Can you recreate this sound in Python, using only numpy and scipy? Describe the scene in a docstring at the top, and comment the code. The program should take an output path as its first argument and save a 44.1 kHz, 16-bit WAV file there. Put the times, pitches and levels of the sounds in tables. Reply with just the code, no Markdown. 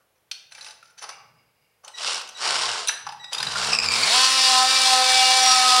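"""A cordless oscillating tool is handled on tiles in a small hard room: struck resonances and filtered grit grains.
It slides with a hollow rustle; then its trigger is squeezed twice in the air, and noise gated by the stroke rattles.
After more knocks the slow blade chatters into the tile and bites with short squeaks in three partials.
Last it runs up to speed and grinds: gated noise rings in the blade under a buzzing whine of stroke multiples."""
import sys
import numpy as np
from scipy import signal
from scipy.fft import rfft, irfft, next_fast_len
from scipy.io import wavfile
from scipy.ndimage import map_coordinates

SR = 44100
rng = np.random.default_rng(int(sys.argv[2]) if len(sys.argv) > 2 else 0)


def master_out(mix):
    """Clip the mix to full scale and print it as 16-bit PCM to the path in sys.argv[1]."""
    frames = np.transpose(np.atleast_2d(mix))
    ceiling = np.clip(frames, -1, 1)
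    pcm = np.round(ceiling * 32767).astype(np.int16)
    wavfile.write(sys.argv[1], SR, pcm)


def to_linear_factor(level_db):
    """Convert decibel levels (scalar or array-like) to linear amplitude factors."""
    exponent = np.asarray(level_db, float) / 20
    return 10 ** exponent


N = 255780
T = np.arange(N) / SR

# Colour of the room hiss. Each row: frequency in Hz, relative density in dB per Hz.
HISS_COLOUR = [(20, -18.5), (60, -3.5), (125, -2.5), (250, -10.5), (500, 0.5), (1000, -4.5), (2500, -8.5),
               (5000, -14.5), (7500, -16.5), (10000, -14.5), (13000, -9), (15800, -11)]
HISS_DB = -67
# Low rumble swells. Each row: peak time in seconds, half length (to 1/e) in seconds, level in dB.
RUMBLE_SWELLS = [(0.68, 0.147, -80), (1.33, 0.178, -70), (2.608, 0.078, -68.5), (3.123, 0.125, -64),
                 (3.462, 0.055, -48.5)]
RUMBLE_DB, RUMBLE_RUNNING_DB = -81, -73  # its floor, and what is added with the blade at work
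# Reverberation of the room. Each row: frequency in Hz, time to fall 60 dB in seconds.
REVERBERATION = [(300, 1), (800, 0.837), (2100, 0.635), (5500, 0.486), (12000, 0.32)]
# Treble of the microphone. Each row: frequency in Hz, gain in dB.
MICROPHONE_GAIN = [(10500, -0.5), (12300, -5), (13200, -1.5), (14000, -19.5), (14800, -10), (15700, -3)]
TOP_HZ = 15790

# The tool slides away: start, fast fade, then a faint remainder.
SLIDE_S, SLIDE_DB, SLIDE_FADES_DB_PER_S = 1.083, -48.5, 121.5
SLIDE_STAYS_DB, SLIDE_LINGERS_S = -65, 0.91
# Tool dragged on grit; the row at 1.088 s is only a brief rasp within the knock at 1.09 s. Each row: start in
# seconds, end in seconds, level in dB, dull part in dB relative to it.
DRAGS = [(0.0, 0.008, -72, 9), (0.154, 0.16, -71, -11), (0.5, 0.598, -49, -7.5), (0.603, 0.71, -45.5, -7.5),
         (0.825, 0.898, -60.5, -13), (0.968, 1.017, -46, -16.5), (1.012, 1.048, -43.5, 0.5),
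         (1.088, 1.089, -38, -2), (1.829, 1.886, -56, 5)]
DRAG_RISE_SHARE, DRAG_FALL_DB_PER_S = 0.262, 418.5  # share of a drag spent rising; dying away after it
# Resonances of tool and blade. Each row: frequency in Hz, basic width in Hz, basic level in dB.
BLADE_MODES = [(814, 34.7, -11), (1514, 82.3, 2.5), (2680, 94, -12), (3017, 58.4, -7), (3707, 237, -11.5),
               (4410, 135, -4.5), (4900, 64.6, -6.5), (5313, 50.5, 2), (6027, 86.7, 5), (7170, 51, -3.5),
               (8200, 31.5, -4.5), (9737, 74, 1.5), (11390, 260, -45), (12940, 133, -7.5),
               (13950, 200, -31.5)]
# Handling knocks and chatter. Each row: start in seconds, level in dB, favoured low resonance in Hz,
# favoured high resonance in Hz, body in dB relative to the rest.
KNOCK_EVENTS = [(0.313, -13, 4384, 5400, -18), (0.52, -31, 4100, 8200, -16.5),
                (0.549, -28, 2310, 4760, -21), (0.579, -33, 1580, 4850, -2),
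                (0.609, -25.5, 4080, 4740, -17.5), (0.644, -26.5, 3870, 4900, -24.5),
                (0.662, -28.5, 2680, 4815, -21.5), (0.684, -30, 4010, 4900, -20),
                (0.706, -29, 3970, 5030, -30), (0.826, -33.5, 1355, 2395, -9),
                (0.855, -39, 1250, 4970, -18.5), (0.978, -36.5, 4540, 6040, -20),
                (0.985, -31.5, 4040, 5950, -15.5), (1.023, -26.5, 865, 9650, -16),
                (1.039, -24.5, 841, 4780, -4.5), (1.09, -21, 1087, 5930, -10),
                (1.846, -27.5, 3025, 6240, -41.5), (1.878, -25.5, 820, 8480, -18.5),
                (1.982, -21.5, 3920, 5600, -16), (2.001, -31.5, 3320, 5500, -15.5),
                (2.143, -16.5, 2856, 5600, -13), (2.195, -24.5, 2785, 5340, -20.5),
                (2.212, -19, 4500, 5560, -12.5), (2.274, -26.5, 910, 6870, -20),
                (2.289, -25.5, 850, 5650, -32.5), (2.873, -8, 3785, 9535, -28.5),
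                (2.883, -5.5, 3963, 5972, -30), (2.892, -8, 2867, 5830, -11),
                (3.065, -15, 895.8, 5890, 1.5), (3.088, -20.5, 863.7, 5120, -6.5),
                (3.121, -23.5, 888, 4900, -10), (3.241, -22.5, 3795, 5030, -6),
                (3.33, -11, 3060, 4835, -27.5), (3.346, -12, 3534, 4925, -16.5),
                (3.381, -13, 3764, 4830, -25), (3.401, -10.5, 4067, 5120, -5),
                (3.427, -6.5, 1831, 4920, -15), (3.467, -10.5, 3954, 4900, -6.5),
                (3.556, -12.5, 1410, 5060, -9)]
TREBLE_DB, TREBLE_PER_BODY = -21.5, -0.328  # the more body a knock has, the less treble

# Switching whine as the trigger closes. Each row: start in seconds, end in seconds, level in dB.
WHINE_EVENTS = [(1.934, 1.998, -48), (2.345, 2.41, -49.5), (3.193, 3.342, -51)]
# Partials of that whine. Each row: frequency in Hz, relative level in dB.
WHINE_PARTIALS = [(1938, -4), (3871, 1), (3914, 1.5), (5809, -8), (7745, -12.5), (11620, -26.5)]
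# Speed of the blade. Each row: time in seconds, strokes per second in Hz.
STROKE_RATE = [(1.95, 60.38), (2.1, 87.58), (2.25, 69.22), (2.38, 89.6), (2.44, 127.6), (2.55, 145.7),
               (2.63, 136.6), (2.82, 71.8), (3.3, 40.54), (3.75, 78.1), (3.85, 80.54), (3.92, 91.62),
               (4.05, 137.8), (4.108, 222.6), (4.15, 251), (4.232, 260.1), (4.356, 262), (4.578, 255.6),
               (4.74, 261.4), (4.97, 256.4), (5.378, 257.7), (5.8, 251.9)]
# The swinging head hums while the motor is slow. Each row: start in seconds, end in seconds,
# mean levels in dB rms of stroke multiples 1, 2 and 3.
HEAD_HUM = [(2.443, 2.742, -56.5, -70.5, -70.5), (3.519, 3.794, -55.5, -49, -50),
            (3.822, 4.088, -47, -53, -52.5)]
HUM_FADE_S = 0.086
# Pure multiples of the stroke. Each row: multiple, basic level in dB rms, drift in dB per second,
# share of the common swell, flicker in dB.
PURE_MULTIPLES = [(1, -49.5, 1, 0.468, 0), (2, -40.5, 2.5, 0.265, 4), (4, -35, -7, 1.33, 2),
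                  (5, -30.5, 6.5, 1.1, 2.5), (7, -37.5, -0.5, -0.052, 0), (9, -36.5, 3.5, -1.195, 0.87)]
DRIFT_FROM_S = 4.976  # the drift is zero here
# Common swell of the pure multiples. Each row: time in seconds, swell in dB.
COMMON_SWELL = [(4.1, -3.5), (4.17, 0.5), (4.3, 1), (4.45, -3.5), (4.6, 8), (4.66, -1), (4.7, -4.5),
                (4.84, -4), (4.97, 4), (5.1, -7), (5.38, -6), (5.53, 3.5), (5.6, -5), (5.66, 2.5), (5.8, 3)]
# The loudest multiple, the third. Each row: time in seconds, mean level in dB rms.
THIRD_MULTIPLE = [(4.1, -35.5), (4.17, -29.5), (4.31, -43.5), (4.45, -32), (4.58, -22), (4.65, -22.5),
                  (4.7, -39.5), (4.82, -29.5), (4.97, -21), (5.1, -25), (5.65, -22), (5.8, -24)]
STEADY_S, STEADY_RISE_S = 4.08, 0.0585  # the multiples of the stroke stand out from here on

# Teeth catching in the groove. Each row: start in seconds, level in dB, squeak pitch in Hz.
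TOOTH_CATCHES = [(3.7487, -8, 5314), (3.7868, -3.5, 4960), (3.7998, -9, 5035), (3.86, -9, 4873),
                 (3.886, -5.5, 4790), (3.909, -12.5, 4640), (3.9194, -10, 5330), (3.937, -7, 5010),
                 (3.9588, -12.5, 4530), (4.0025, -21.5, 4440)]
TICK_HZ, TICK_DB, TICK_SHARP_DB = 7780, 2.5, 21  # level before pulsing; depth of the pulsing
# Two squeezes in the air, then the cut: one list for each run.
# Each row: time in seconds, level of rattle and grind in dB.
RUN_LEVELS = [
    [(1.94, -53), (1.975, -40.5), (2.0, -28.5), (2.082, -23), (2.184, -27.5), (2.25, -64)],
    [(2.34, -56), (2.375, -39.5), (2.402, -28.5), (2.438, -21.5), (2.636, -22), (2.772, -26.5), (2.87, -34)],
    [(3.31, -48), (3.33, -30.5), (3.364, -35), (3.54, -29), (3.64, -22.5), (3.745, -23.5), (3.78, -49.5),
     (3.79, -33.5), (3.81, -35.5), (3.845, -22), (3.88, -33.5), (3.95, -22.5), (4.16, -15), (4.32, -18.5),
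     (4.44, -15.5), (4.6, -17), (5.8, -16.5)],
]
# Housing drone. Each entry: level in dB relative to the run's rattle and grind, run by run.
RUN_DRONE = [-12, -8, -5.5]
# Colour of the housing drone. Each row: frequency in Hz, relative density in dB per Hz.
DRONE_COLOUR = [(94, -62.5), (160, -35.5), (226, -15.5), (279, -22.5), (449, -3.5), (562, -6.5), (654, -2),
                (1030, 1.5), (1430, 0), (1800, -4.5), (2340, -6), (3960, -120)]
MUFFLE_S, MUFFLE_TAKES_S, MUFFLE_DB = 3.8975, 0.369, -16  # the drone sinks once the blade is in the groove
# Squeal as the blade settles in the groove. Each row: time in seconds, mean pitch in Hz, basic level in dB.
BLADE_SQUEAL = [(3.62, 5266, -37.5), (3.68, 5360, -36), (3.76, 5163, -21), (3.78, 5227, -49.5),
                (3.83, 5164, -23), (3.9, 4776, -28), (3.97, 4628, -25), (4.03, 4511, -20.5),
                (4.1, 4430, -28.5)]
# Unsteady multiples of the stroke. 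Each row: multiple, basic amplitude in dB relative to the grind.
BUZZ_MULTIPLES = [(6, -21.5), (8, -25), (10, -16.5), (11, -15.5), (12, -32), (13, -13.5), (14, -14.5),
                  (15, -22), (16, -14), (17, -15), (18, -10.5), (19, -14.5), (20, -11), (21, -14.5),
                  (22, -13.5), (23, -20.5)]
# Colour of the free blade. Each row: frequency in Hz, relative density in dB per Hz.
RATTLE_COLOUR = [(710, -31), (1200, -8), (1430, -4.5), (1850, -14), (2940, 1), (3500, -2.5), (4490, 0.5),
                 (5510, 0), (6340, -8.5), (7070, -7), (9360, -11), (13400, -44), (15900, -58)]
# Colour of the blade in the tile. Each row: frequency in Hz, relative density in dB per Hz.
GRIND_COLOUR = [(530, -34.5), (900, -23.5), (1030, 4), (1190, -18.5), (1260, 0), (1420, -15), (1830, -4.5),
                (2190, -9.5), (2350, -7.5), (4500, -1.5), (6540, -6.5), (7190, -4.5), (9600, -7.5),
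                (11000, -23.5), (15900, -23.5)]


def unit(x):
    """Normalisation: scale to rms 1."""
    return x / np.sqrt(np.mean(x ** 2) + 1e-20)


def along(points, hz):
    """Interpolation of (Hz, value) points on a logarithmic frequency axis."""
    f, v = np.transpose(points)
    return np.interp(np.log(hz + 1), np.log(f + 1), v)


def curves(rows, outside=None):
    """Linear interpolation in time: one value per sample for each column after the first."""
    s, *cols = np.transpose(rows)
    return [np.interp(T, s, c, outside, outside) for c in cols]


def ramp(s, takes):
    """Linear rise: 0 before s, 1 from s + takes on."""
    return np.clip((T - s) / takes, 0, 1)


def wobble(rate):
    """Band-limited fluctuation: a smooth random curve with rate knots a second."""
    coarse = T[::32]
    knots = rng.standard_normal(int(N * rate / SR) + 4)
    return np.interp(T, coarse, map_coordinates(knots, [coarse * rate]))


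def filtered(x, response):
    """Linear filtering: the spectrum of x times a complex response of frequency."""
    m = next_fast_len(len(x) + 8192)
    return irfft(rfft(x, m) * response(np.fft.rfftfreq(m, 1 / SR)), m)[:len(x)]


def ringing(hz, modes):
    """Modal superposition: causal response of (Hz, width, dB) resonances with alternating signs."""
    total = 0
    for k, (centre, width, db) in enumerate(modes):
        damping = 1j * hz * width
        total = total + (-1) ** k * to_linear_factor(db) * damping / (centre * centre - hz * hz + damping)
    return total


def echoes(x):
    """Reverberation: convolution with noise whose every frequency decays at its own speed."""
    hz, t, z = signal.stft(rng.standard_normal(SR // 2), SR, nperseg=256)
    decay = to_linear_factor(-60 * t / along(REVERBERATION, hz)[:, None])
    tail = signal.istft(z * decay, SR, nperseg=256)[1]
    delayed = np.pad(x, (250, 0))  # samples
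    return signal.fftconvolve(delayed, tail / np.linalg.norm(tail))


def add(out, s, x):
    """Superposition: mix x into out from time s."""
    part = out[round(s * SR):]
    part[:len(x)] += x[:len(part)]


def quiet():
    """Broadband and resonant noise: room hiss, low rumble, cooling air puffing at the microphone."""
    hiss = to_linear_factor(HISS_DB) * unit(filtered(rng.standard_normal(N), lambda hz: to_linear_factor(along(HISS_COLOUR, hz))))
    low = unit(filtered(rng.standard_normal(N), lambda hz: ringing(hz, [(135.2, 120, 0)]) ** 2))
    air = to_linear_factor(5.1 * wobble(7)) * rng.standard_normal(N)
    puffs = unit(filtered(air, lambda hz: ringing(hz, [(32, 25.3, 0)]) ** 2))
    swells = sum(to_linear_factor(db) * np.exp(-((T - s) / half) ** 2) for s, half, db in RUMBLE_SWELLS)
    rumble = to_linear_factor(RUMBLE_DB) + to_linear_factor(RUMBLE_RUNNING_DB) * ramp(2.3, 1.401) + swells
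    return hiss + rumble * low + to_linear_factor(-65.5) * ramp(4.289, .33) * puffs


def slide():
    """Friction noise through three hollow resonances: it fades fast, then lingers unevenly."""
    rub = to_linear_factor(2.05 * wobble(39.86)) * rng.standard_normal(N)
    modes = [(2223, 285, 0), (2833, 166, 0.0), (4900, 450, -2)]
    hollow = unit(filtered(rub, lambda hz: ringing(hz, modes) ** 2))
    fades = to_linear_factor(SLIDE_DB - SLIDE_FADES_DB_PER_S * np.abs(T - SLIDE_S))
    lingers = to_linear_factor(SLIDE_STAYS_DB + 1.54 * wobble(11.81)) * (1 - ramp(SLIDE_S, SLIDE_LINGERS_S))
    return (T > SLIDE_S) * (fades + lingers) * hollow


def scrape():
    """Random impulse excitation: uneven grit grains drive the tool's resonances and a dull body."""
    grains = (rng.random((2, N)) < .1) * rng.standard_normal((2, N)) * to_linear_factor(3.07 * wobble(90))
    modes = [(c, 1.67 * w, db) for c, w, db in BLADE_MODES]
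    colour = [(900, -36.5), (2000, 0.5), (6000, -9.0), (11000, -10.5), (16000, -39)]
    body = [(597.6, 299, -2.5), (851.6, 104, 3.5), (1250, 363, -1.0)]
    bright = unit(filtered(grains[0], lambda hz: (ringing(hz, modes) + to_linear_factor(-43)) * to_linear_factor(along(colour, hz))))
    dull = unit(filtered(grains[1], lambda hz: ringing(hz, body) ** 2))
    out = np.zeros(N)
    for start, end, db, dull_db in DRAGS:
        rise = ramp(start, DRAG_RISE_SHARE * (end - start)) ** 2
        fall = to_linear_factor(-DRAG_FALL_DB_PER_S * np.maximum(T - end, 0))
        out += to_linear_factor(db) * rise * fall * (bright + to_linear_factor(dull_db) * dull)
    return out


def knocks():
    """Impact excitation: a short rough contact rings the tool near two resonances; the room answers."""
    out, t = np.zeros(N), T[:4000]
    for s, db, low_hz, high_hz, body in KNOCK_EVENTS:
        treble = TREBLE_DB + TREBLE_PER_BODY * body
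        rise = 0.000625 * max(to_linear_factor(body + 13.5), 1)  # a duller contact is a softer one
        contact = np.exp(-t / 0.00512) * (1 - np.exp(-t / rise)) * rng.standard_normal(len(t))
        modes = [(c, 2.29 * w, min(g, -2.5) + rng.normal(0, 3.32)) for c, w, g in BLADE_MODES]
        colour = [(100, body - 44), (450, body - 12), (750, body + 3), (1600, body + 2.6), (2400, -6),
                  (5400, -12.5), (6200, treble + 1.33), (10300, treble), (15700, treble - 15)]

        def response(hz):
            low = 1 + ringing(hz, [(low_hz, 0.0085 * low_hz + 80, 14)])
            high = 1 + ringing(hz, [(high_hz, 0.0252 * high_hz + 60, 10)])
            return to_linear_factor(along(colour, hz)) * low * high * (ringing(hz, modes) + to_linear_factor(-14.5))

        hit = filtered(contact, response)
        hit *= to_linear_factor(db - 3.5) / abs(hit).max()
        add(out, s, hit)
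        add(out, s, to_linear_factor(-6.5) * echoes(hit))
    return out


def whine():
    """Switching tones: thin, unsteady partials from the motor drive before the shaft gets going."""
    gate, partials = np.zeros(N), np.zeros(N)
    for start, end, db in WHINE_EVENTS:
        gate += to_linear_factor(db) * ramp(start, 0.0081) * np.clip((end - T) / 0.018, 0, 1)
    for hz, db in WHINE_PARTIALS:
        level = np.sqrt(2) * to_linear_factor(db + 3.5 * wobble(90))
        partials += level * np.sin(2 * np.pi * hz * T + 0.77 * wobble(120))
    return gate * partials


def strokes():
    """Phase as the integral of frequency: a running count of blade strokes."""
    return np.cumsum(curves(STROKE_RATE)[0]) / SR


def hum(turn):
    """Periodic motion of the swinging head: three low harmonics of the slow stroke."""
    out = np.zeros(N)
    for k in range(3):
        gate = np.zeros(N)
        for start, end, *dbs in HEAD_HUM:
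            rise = ramp(start - HUM_FADE_S / 2, HUM_FADE_S)
            fall = 1 - ramp(end - HUM_FADE_S / 2, HUM_FADE_S)
            gate += to_linear_factor(dbs[k]) * rise * fall
        level = np.sqrt(2) * gate * to_linear_factor(2.286 * wobble(14))
        out += level * np.sin((k + 1) * turn + 0.61 * wobble(37))
    return out


def tones(turn):
    """Harmonic series: low multiples of the stroke, nearly pure, slowly changing in level."""
    out, swell = np.zeros(N), curves(COMMON_SWELL)[0]
    for k, db, drift, share, flicker in PURE_MULTIPLES:
        level = db + drift * (T - DRIFT_FROM_S) + share * swell
        level = level + flicker * wobble(8) + 1.595 * wobble(30)
        tone = np.sin(k * turn + 0.063 * k * wobble(40))
        out += np.sqrt(2) * ramp(STEADY_S, .03) * to_linear_factor(level) * tone
    third_level = curves(THIRD_MULTIPLE, outside=-140)[0] + 2.42 * wobble(30)
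    out += np.sqrt(2) * to_linear_factor(third_level) * np.sin(3 * turn + 0.209 * wobble(40))
    return out


def bites():
    """Stick and slip: each catch is a short squeak with partials at 1/2, 1 and 3/2 of its pitch."""
    out, t = np.zeros(N), T[:900]
    for s, db, hz in TOOTH_CATCHES:
        turn = 2 * np.pi * hz * t + np.cumsum(0.077 * rng.standard_normal(len(t)))
        squeak = to_linear_factor(-4) * np.sin(turn / 2) + np.sin(turn) + to_linear_factor(-9) * np.sin(3 * turn / 2)
        envelope = t / 0.001416 * np.exp(1 - t / 0.001318)
        add(out, s, to_linear_factor(db - 6.0) * envelope * squeak)
    return out


def tick(phase, level):
    """Pulsed carrier: a thin tick once a stroke on the first, gentle squeeze."""
    pulse = to_linear_factor(TICK_SHARP_DB * (np.cos(2 * np.pi * phase) - 3) + 3 * wobble(50.4))
    carrier = np.sin(2 * np.pi * TICK_HZ * T + 0.6 * wobble(400))
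    return to_linear_factor(level + TICK_DB) * pulse * carrier


def gated(phase, depth_db, scatter_db, spectrum, ring_db):
    """Amplitude modulation: noise swells once a stroke, each at its own strength, and rings in the blade."""
    size = to_linear_factor(scatter_db * rng.standard_normal(int(phase[-1]) + 2))[phase.astype(int)]
    puffs = size * to_linear_factor(depth_db * np.cos(2 * np.pi * phase - np.pi)) * rng.standard_normal(N)
    peaks = [(c, w, 0) for c, w, _ in BLADE_MODES]

    def response(hz):
        return to_linear_factor(along(spectrum, hz)) * (1 + to_linear_factor(ring_db) * abs(ringing(hz, peaks)))

    return unit(filtered(puffs, response))


def housing_drone(phase, levels):
    """Forced vibration: stroke-gated low noise of the housing, which sinks under the grind."""
    level = sum(to_linear_factor(a + b) for a, b in zip(levels, RUN_DRONE))
    muffle = to_linear_factor(MUFFLE_DB * ramp(MUFFLE_S, MUFFLE_TAKES_S) + 1.314 * wobble(15))
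    return level * muffle * gated(phase, 4.0, 1.0, DRONE_COLOUR, ring_db=-19.0)


def squeal(phase):
    """Friction-driven oscillation: three unsteady partials pulse once a stroke."""
    hz, level = curves(BLADE_SQUEAL)[0], curves(BLADE_SQUEAL, outside=-140)[1]
    turn = 2 * np.pi * np.cumsum(hz * (1 + .045 * wobble(300))) / SR
    partials = to_linear_factor(-4) * np.sin(turn / 2) + np.sin(turn) + to_linear_factor(-17) * np.sin(3 * turn / 2)
    return to_linear_factor(level + 7.94 * np.cos(2 * np.pi * phase) + 5.97 * wobble(90) - 5) * partials


def buzz(phase, steady):
    """Modulated harmonics: uneven contact makes each stroke multiple swell and smear on its own."""
    out = np.zeros(N)
    for k, db in BUZZ_MULTIPLES:
        level = to_linear_factor(db + 2.14 * wobble(9) + 2.5 * wobble(60))
        out += steady * level * np.sin(2 * np.pi * k * phase + 0.1295 * k * wobble(60))
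    return out


def rattle_and_grind(phase, edge):
    """Contact noise: power passes from the free blade's rattle to the cutting blade's grind."""
    bite = ramp(3.387, 1.31)  # share of the blade in the cut
    slow = np.clip((4.1 - T) / 0.136, 0, 1) * (T > 3.2)
    chatter = 2.24 * slow * wobble(70)  # the slow blade skips over the tile
    uneven = to_linear_factor(2.94 * wobble(600) + chatter)  # loose parts tick unevenly
    free = unit(uneven * gated(phase, 1.2, 1.4, RATTLE_COLOUR, ring_db=-25.0))
    pressure = to_linear_factor(0.28 * wobble(25) + 0.54 * wobble(500) + chatter)
    cut = pressure * gated(phase, 1.23, 1.78, GRIND_COLOUR, ring_db=3.0)
    return edge * to_linear_factor(-3.5) * (np.sqrt(1 - bite) * free + np.sqrt(bite) * cut)


def tool(phase):
    """Superposition of the running tool's noises, all locked to one stroke except the squeal's pitch and tick's."""
    levels = [curves(rows, outside=-140)[0] for rows in RUN_LEVELS]
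    rise = ramp(STEADY_S, STEADY_RISE_S)
    edge = sum(to_linear_factor(a) for a in levels) * to_linear_factor(0.824 * wobble(14) * rise)  # hand pressure wavers
    out = tick(phase, levels[0]) + housing_drone(phase, levels) + squeal(phase)
    return out + buzz(phase, edge * rise) + rattle_and_grind(phase, edge)


def scene():
    """Direct and reverberant sound reach one microphone."""
    phase = strokes()
    turn = 2 * np.pi * phase
    near = scrape() + whine() + bites() + tool(phase)
    reverberant = to_linear_factor(-7.0) * echoes(near)[:N]
    mono = quiet() + slide() + knocks() + hum(turn) + tones(turn) + near + reverberant
    return np.array([mono, mono])


def top_cut(x):
    """Nothing passes above the cut-off."""
    return signal.sosfilt(signal.butter(12, 16520, fs=SR, output="sos"), x)


def record(dry):
    """Transducer response: a mono microphone with an uneven treble and a band limit."""
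    mono = filtered(dry[0], lambda hz: to_linear_factor(along(MICROPHONE_GAIN, hz)) * (hz < TOP_HZ))
    mix = np.array([mono, mono])
    return top_cut(mix)


dry = scene()
out = record(dry)
master_out(out)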